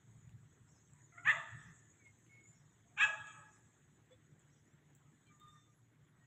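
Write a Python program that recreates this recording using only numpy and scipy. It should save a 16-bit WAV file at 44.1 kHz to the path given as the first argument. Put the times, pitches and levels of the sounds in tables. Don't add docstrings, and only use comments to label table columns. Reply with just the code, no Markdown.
import sys
import numpy as np
from scipy import signal
from scipy.io import wavfile
from scipy.ndimage import uniform_filter1d

SR = 44100
rng = np.random.default_rng(int(sys.argv[2]) if len(sys.argv) > 2 else 0)


def undo_db(level):
    steps = np.asarray(level, float) / 20
    return 10 ** steps


def pcm_store(signal):
    levels = np.round(np.clip(np.atleast_2d(signal), -1, 1) * 32767)
    wavfile.write(sys.argv[1], SR, levels.astype(np.int16).T)


N = 276066

# frequency in Hz, gain in dB.
PORT_RESPONSE = [(30, -32), (300, 1), (3500, -0.5), (4200, -10.5), (4650, -41), (4850, -46), (5200, -16),
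                 (6200, -7.5), (7400, -2.5), (8300, -10), (8900, -31.5), (9500, -44), (11000, -25),
                 (12500, -43)]


def monkey():
    # time in seconds, pitch in Hz.
    pitches = [
        [(1.12, 690), (1.145, 690), (1.158, 622), (1.181, 705), (1.205, 722), (1.235, 710)],
        [(1.24, 470), (1.25, 498), (1.27, 583), (1.289, 658), (1.312, 685), (1.335, 670)],
        [(2.962, 392), (2.976, 420), (2.988, 520), (3.011, 582), (3.021, 630), (3.032, 649), (3.066, 652)],
    ]
    # frequency in Hz, share at the break pitch in dB,
    # growth with pitch in dB per Hz.
    seconds_up = [(1930, -14, -.15), (1750, -1, .5), (1670, 2, .45)]
    # first frequency in Hz, last frequency in Hz.
    sac_glides = [(700, 690), (780, 990), (825, 890)]
    breaths = [(.2, .15), (.03, .7), (.07, .2)]
    # time in seconds, effort in dB,
    # mouth opening as a factor on the throat resonances.
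    efforts = [
        [(1.12, -67, 0.95), (1.145, -70.5, 1), (1.158, -67, 0.83), (1.172, -68.5, 0.96), (1.181, -49, 0.99),
         (1.205, -63, 0.98), (1.235, -72.5, 0.96)],
        [(1.24, -70, 1.3), (1.255, -41.5, 0.99), (1.268, -34.5, 0.86), (1.279, -26, 0.95), (1.29, -27, 0.99),
         (1.304, -26, 1.058), (1.318, -33.5, 1.1), (1.335, -46.5, 0.95)],
        [(2.962, -72, .9), (2.978, -43.5, 0.9), (2.993, -37.5, 0.93), (3.01, -28, 0.93), (3.02, -28.5, 1),
         (3.035, -26.5, 0.94), (3.05, -29, 0.98), (3.066, -54, 0.97)],
    ]
    # frequency in Hz, width in Hz, level in dB.
    throats = [
        [(1400, 320, -1), (2050, 260, 4.5), (7300, 1500, -44.5)],
        [(1306, 290, -15.5), (1906, 530, 2.5), (2400, 410, -3), (2880, 700, -16), (3700, 1900, -28),
         (6976, 1200, -18.5), (12055, 3200, -22.5)],
        [(1361, 150, -5.5), (1760, 480, 3.5), (2160, 300, -11), (2630, 500, 5.5), (3250, 390, -3.5),
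         (3620, 370, -13), (6420, 1900, -13.5), (7520, 1200, -8), (11760, 6100, -18)],
    ]
    # coupling of the oscillators 0-1, treble tilt in dB per octave,
    # air sac level in dB.
    voices = [(0.39, -1.5, -24), (0.4, -4.5, -26), (0.8, 1.5, -23)]
    # tail level in dB, factor on the decay times, exponent by which
    # treble rings longer, chest sound sent away from the microphone in dB, far clump of trees in dB.
    places = [(-7.5, 1.9, -0.006, 5, 4), (-5.5, 0.87, .3, 2, 3), (-7, 0.92, -.1, -1, 5.5)]
    out = np.zeros(N)
    calls = zip(pitches, seconds_up, sac_glides, breaths, efforts, throats, voices, places)
    for pitch, second, sac, breath, effort, throat, voice, place in calls:
        start = pitch[0][0]
        mouth, chest = call(larynx(pitch, second, sac, breath), effort, throat, *voice)
        add(out, start, mouth)
        add(out, start, grove(mouth, chest, *place))
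    return out


def larynx(pitch, second, sac, breath):
    hz = columns(pitch)[0]
    u = np.linspace(0, 1, len(hz))
    second_hz, share_db, growth = second
    second_db = np.clip(share_db + growth * (hz - 650), -40, 2)
    sac_hz = sac[0] + (sac[1] - sac[0]) * u
    breath_share = breath[0] + (breath[1] - breath[0]) * u ** 2.3
    return hz, second_hz + 0 * u, second_db, sac_hz, breath_share


def call(controls, effort, throat, coupling, tilt_db, sac_db):
    hz, second_hz, second_db, sac_hz, breath = controls
    effort_db, mouth = (np.resize(c, len(hz)) for c in columns(effort))
    shake = []
    for _ in range(3):
        wobble = evened(uniform_filter1d(rng.standard_normal(len(hz)), size=70))
        shake.append(1 + (.016 + .08 * breath) * wobble)
    folds = buzz(hz * shake[0], tilt_db + 0.16 * (effort_db + 27.0), count=8)
    second = undo_db(second_db) * buzz(second_hz * shake[1], -5.5, count=2)
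    sac = buzz(sac_hz * shake[2], -20, count=1)
    drive = folds + second + coupling * folds * (second + breath * sac)
    puffs = (0.2 + 3.0 * breath) * (0.4 + abs(folds)) * rng.standard_normal(len(hz))
    drive = drive * shake[2] ** 6 + puffs
    voice = sum(undo_db(db) * steep(drive, f * mouth, width) for f, width, db in throat)
    voice = signal.sosfilt(signal.butter(6, 820, "high", fs=SR, output="sos"), voice)
    voice = voice / np.sqrt(uniform_filter1d(voice ** 2, size=600) + 1e-9)
    voice = voice + undo_db(sac_db - 0.35 * (effort_db + 29.5)) * sac
    shape = undo_db(effort_db) * signal.windows.tukey(len(hz), .08)
    return shape * voice, shape * evened(steep(drive, hz, 370))


def buzz(hz, tilt_db, count):
    phase = 2 * np.pi * np.cumsum(hz) / SR
    harmonics = range(1, count + 1)
    return evened(sum(undo_db(tilt_db * np.log2(k)) * np.cos(k * phase + 0.39 * k * k) for k in harmonics))


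def grove(mouth, chest, tail_db, longer, treble, chest_db, far_db):
    # frequency in Hz, time to fall 60 dB in seconds.
    decays = [(600, .55), (880, 1.2), (1300, 1.1), (1700, 1.16), (2700, 0.75), (4000, 0.93), (7500, 0.67)]
    # frequency in Hz, gain in dB.
    colour = [(400, -22), (620, 3), (900, 6), (1300, 6), (1800, -5.5), (3000, -1.5), (4200, 3.5),
              (5500, -0.5), (7000, 3.5)]
    # delay in seconds, level in dB.
    echoes = [(.004, -8), (.009, -14), (.016, -6.5), (.036, -14), (.055, -11), (.078, -26), (.11, -20.5)]
    decays = [(f, longer * t60 * (f / 1700) ** treble) for f, t60 in decays]
    response = tail(decays, seconds=1.5, patch_db=3.0)
    response = response * trees(len(response), far_db)
    for s, db in echoes:
        response[round(s * SR)] += undo_db(db)
    late = round(0.04 * SR)
    sent = np.pad(mouth, (0, late)) + undo_db(chest_db - 25) * np.pad(chest, (late, 0))
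    return undo_db(tail_db) * coloured(signal.fftconvolve(sent, response), colour)


def trees(count, far_db):
    t = np.arange(count) / SR
    clump_s = 2 * .045
    clumps_db = 3.5 * bump(t, 0.037, clump_s) + far_db * bump(t, 0.415, clump_s)
    filling_db = -24 * np.exp(-t / .009)
    return undo_db(filling_db + clumps_db - 8 * np.minimum(t, .7))


def tail(decays, seconds, patch_db):
    hz, t, z = signal.stft(rng.standard_normal(round(seconds * SR)), SR, nperseg=256)
    patches = evened(uniform_filter1d(uniform_filter1d(rng.standard_normal(z.shape), 4, 0), 16, 1))
    fall_db = 60 * t / read(decays, hz)[:, None]
    out = signal.istft(z * undo_db(patch_db * patches - fall_db), SR, nperseg=256)[1]
    return out / np.linalg.norm(out)


def leaves():
    # start in seconds, peak in dB, thin treble in dB, treble ring in Hz,
    # dull knock in dB.
    ticks = [(0.2933, -67, -88, 14800, -67.5), (0.9342, -55.5, -91.5, 15440, -80),
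             (1.756, -77, -93, 12100, -72), (2.1875, -68, -85, 13100, -85), (2.2644, -70, -86, 10800, -66),
             (2.654, -74, -97, 11200, -89), (3.27, -51, -91.5, 10660, -61), (4.059, -77, -93, 12400, -79),
             (4.3932, -61.5, -92, 14900, -89), (4.9504, -57, -71.5, 15270, -84),
             (5.2687, -65, -95, 10800, -71.5), (5.3985, -64, -73, 15130, -73),
             (5.4836, -61, -91, 13550, -93)]
    out, t = np.zeros(N), np.arange(round(.06 * SR)) / SR
    for s, db, thin_db, thin_hz, knock_db in ticks:
        burst = rng.standard_normal(len(t)) * (undo_db(-60 * t / 0.0041) + undo_db(-16 - 60 * t / 0.17))
        crack = coloured(steep(burst, 7580, 1500), PORT_RESPONSE)
        ring = steep(burst, thin_hz, 900) + 0.14 * steep(burst, 12500, 4400)
        knock = steep(burst, 2500, 1630)
        for level_db, part in ((db - 1, crack), (thin_db + 7, ring), (knock_db + 3, knock)):
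            add(out, s, undo_db(level_db) * part / abs(part).max())
    return out


def insects():
    # time in seconds, level in dB.
    effort = [(0.0, -77), (.35, -81.5), (.94, -76.5), (1.44, -69), (2.0, -76), (2.84, -80.5), (3.05, -73),
              (3.26, -67), (3.5, -74.5), (4.05, -84), (4.55, -79.5), (4.75, -86), (5.54, -77.5),
              (5.98, -88), (6.26, -89)]
    # frequency in Hz, width in Hz, level in dB.
    bands = [(6608, 400, -5), (6940, 550, 2.5), (7525, 800, 1), (7830, 350, -3), (8270, 1000, -2)]
    # centre in seconds, peak in dB, length in seconds.
    bursts = [
        (1.332, -104, .12),
        (2.29, -98, .09),
        (3.03, -89, .1),
        (3.59, -92, 0.042),
        (4.82, -96, 0.21),
        (5.45, -94, 0.22),
        (5.754, -92, .1),
        (6.12, -96.5, .15),
    ]
    noise = patchy(4.7, frames=20, bins=4)
    chorus = sum(undo_db(db) * evened(steep(noise, f, width)) for f, width, db in bands)
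    chorus = undo_db(np.resize(columns(effort)[0], N)) * evened(coloured(chorus, PORT_RESPONSE))
    thin = swells(-103, bursts) * evened(steep(noise, 11000, 650))
    return chorus + thin + trilling_insect()


def trilling_insect():
    # start in seconds, level in dB, first frequency in Hz.
    trills = [
        (0.676, -73.5, 5270),
        (1.586, -75.5, 5200),
        (2.52, -82, 5050),
        (3.46, -79.5, 5094),
        (4.491, -79.5, 5130),
        (5.508, -77, 5245),
    ]
    out, t = np.zeros(N), np.arange(round(.06 * SR)) / SR
    for s, db, hz in trills:
        for step, (late, sharp, size) in enumerate(rng.standard_normal((7, 3))):
            step_hz = hz + 270 * step + 90 * sharp
            ring = np.sin(2 * np.pi * step_hz * t * (1 + .4 * t))
            ring = ring * undo_db(1.8 * size - 2.2 * abs(step - 3.6) - 60 * t / 0.07)
            add(out, s + .012 * step + 0.0014 * late, undo_db(db + 6) * ring * np.clip(t / 0.0084, 0, 1))
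    scatter = tail([(5000, .6), (8000, 0.43)], seconds=0.65, patch_db=7)
    return out + undo_db(4.5) * signal.fftconvolve(out, scatter)[:N]


def far_notes():
    # start in seconds, length in seconds, first Hz, last Hz,
    # peak in dB.
    distant_notes = [(1.984, .08, 2330, 2160, -75.5), (2.042, .08, 2173, 2124, -64.5),
                     (2.285, 0.18, 2191, 2190, -66), (2.445, 0.041, 2175, 2175, -69.5),
                     (2.5, .1, 2160, 2170, -83), (2.538, 0.088, 5590, 5450, -84), (2.427, .05, 6800, 7080, -72),
                     (2.457, 0.11, 7090, 7130, -67.5), (4.1, 0.069, 3400, 3510, -75.5),
                     (5.255, 0.085, 2400, 2270, -76.5), (5.259, 0.05, 3140, 3070, -79),
                     (5.262, .045, 4170, 4100, -85.5), (5.389, 0.094, 3635, 3670, -76),
                     (5.458, 0.098, 3594, 3640, -73.5), (5.531, .19, 3620, 3540, -79.5),
                     (5.46, 0.096, 13300, 13430, -96), (5.89, 0.12, 10030, 10100, -100),
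                     (0.895, 0.22, 985, 987, -83), (3.365, 0.093, 594, 555, -74), (2.842, 0.055, 675, 700, -79),
             (2.897, 0.089, 710, 734, -79.5), (4.1, .06, 510, 510, -66), (5.042, 0.079, 1273, 1282, -79),
             (5.11, 0.12, 1714, 1758, -82.5), (5.293, 0.11, 1215, 1177, -73),
             (5.394, 0.15, 1211, 1225, -64), (5.518, 0.098, 1207, 1198, -67), (5.612, .05, 1220, 1220, -82),
             (5.669, 0.066, 1236, 1184, -78), (5.32, 0.087, 1834, 1790, -81.5),
             (5.46, 0.054, 1807, 1890, -74.5), (5.535, 0.088, 1838, 1810, -76),
             (6.183, 0.14, 1860, 1936, -81)]
    out = np.zeros(N)
    for s, length, first_hz, last_hz, db in distant_notes:
        u = np.arange(0, 1, 1 / (length * SR))
        hz = first_hz + (last_hz - first_hz) * u
        flutter = evened(resonate(rng.standard_normal(SR // 2)[:len(u)], hz, 39))
        note = np.sqrt(2) * np.sin(2 * np.pi * np.cumsum(hz) / SR) + 0.49 * flutter
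        arch = np.sin(np.pi * u ** 0.72)
        add(out, s, undo_db(db - 17 * (1 - arch)) * note * signal.windows.tukey(len(u), .15))
    return out


def wind():
    # centre in seconds, peak in dB, length in seconds.
    gusts = [(0.136, -58, 0.12), (0.336, -58, 0.22), (0.634, -63.5, 0.072), (0.744, -63.5, 0.052),
             (0.935, -60.5, 0.081), (1.042, -68.5, 0.038), (1.294, -52.5, .08), (1.383, -57.5, .06),
             (1.557, -57, 0.11), (1.683, -53, .09), (2.085, -69.5, 0.16), (2.35, -70, 0.11),
             (2.499, -63, 0.048), (2.637, -69.5, 0.27), (3.05, -64, .12), (3.211, -61.5, .08),
             (3.4, -67.5, 0.064), (3.553, -71, .05), (3.662, -68.5, 0.038), (3.904, -69.5, 0.12),
             (4.178, -64, 0.051), (4.33, -62.5, 0.042), (4.741, -62.5, 0.034), (4.9, -71, 0.19),
             (5.091, -67.5, 0.093), (5.47, -67.5, 0.16), (6.028, -62, 0.029), (6.25, -70, .06)]
    # frequency in Hz, level in dB per Hz.
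    rumble = [(30, -28), (60, -14), (95, -4), (120, -2), (145, -1), (175, -11), (230, -19.5), (400, -60)]
    # frequency in Hz, width in Hz, level in dB.
    hums = [(141.6, 14, -6.5), (110.4, 14, -9)]
    breeze_db = -69.5 - .5 * np.arange(N) / SR
    level = swells(breeze_db, gusts)
    push = patchy(2.0, bins=2)
    humming = sum(undo_db(db) * evened(steep(push, f, width)) for f, width, db in hums)
    return level * evened(evened(coloured(push, rumble)) + humming)


def open_air():
    # frequency in Hz, level in dB per Hz.
    murmur = [(150, -0.5), (250, -6), (360, -11.5), (550, -21), (1200, -20.5), (1900, -18), (2700, -29),
              (4000, -24.5), (7000, -27.5), (15000, -28)]
    lull_db = -3.1 * bump(np.arange(N) / SR, 5.73, 0.94)
    return undo_db(-68 + lull_db) * evened(coloured(patchy(2.6), murmur))


def circuit_hiss():
    # frequency in Hz, level in dB per Hz.
    spectrum = [(200, 4), (4000, 1), (9000, -9.5), (14000, -2), (15300, -5), (15600, -25)]
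    return undo_db(-92.5) * evened(coloured(rng.standard_normal(N), spectrum))


def patchy(patch_db, frames=10, bins=6):
    a, b, patches = rng.standard_normal((N // 128 + 5, 257, 3)).T
    patches = evened(uniform_filter1d(uniform_filter1d(patches, bins, 0), frames, 1))
    z = (a + 1j * b) * undo_db(patch_db * patches)
    return evened(signal.istft(z, nperseg=512, noverlap=384)[1][:N])


def coloured(x, points):
    log_gain = read(points, abs(np.fft.fftfreq(8192, 1 / SR))) * np.log(10) / 20
    taps = np.fft.ifft(np.exp(np.conj(signal.hilbert(log_gain)))).real[:4096]
    return signal.oaconvolve(x, taps)[:len(x)]


def resonate(x, hz, width):
    turn = np.exp(2j * np.pi * np.cumsum(hz * np.ones(len(x))) / SR)
    r = np.exp(-np.pi * width / SR)
    return 2 * (turn * signal.lfilter([1 - r], [1, -r], x / turn + 1e-18)).real


def steep(x, hz, width):
    return resonate(resonate(x, hz, width), hz, width)


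def bump(t, s, length):
    return np.exp(-(2 * (t - s) / length) ** 2)


def swells(base_db, rows):
    t = np.arange(N) / SR
    power = sum((undo_db(db) * bump(t, s, length)) ** 2 for s, db, length in rows)
    return np.sqrt(undo_db(base_db) ** 2 + power)


def columns(rows):
    s, *rest = np.transpose(rows)
    t = np.arange(s[0], s[-1], 1 / SR)
    return [np.interp(t, s, c) for c in rest]


def read(points, hz):
    f, value = np.transpose(points)
    return np.interp(np.log(hz + 1), np.log(f + 1), value)


def evened(x):
    return x / np.sqrt(np.mean(x ** 2) + 1e-20)


def add(mix, s, sound):
    part = mix[round(s * SR):][:len(sound)]
    part += sound[:len(part)]


def scene():
    through_port = coloured(monkey() + open_air(), PORT_RESPONSE)
    return (through_port + leaves() + insects() + far_notes() + wind())[None]


def top_cut(x):
    return signal.sosfilt(signal.butter(12, 15500, fs=SR, output="sos"), x)


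def record(dry):
    return top_cut(dry + circuit_hiss())


dry = scene()
out = record(dry)
pcm_store(out)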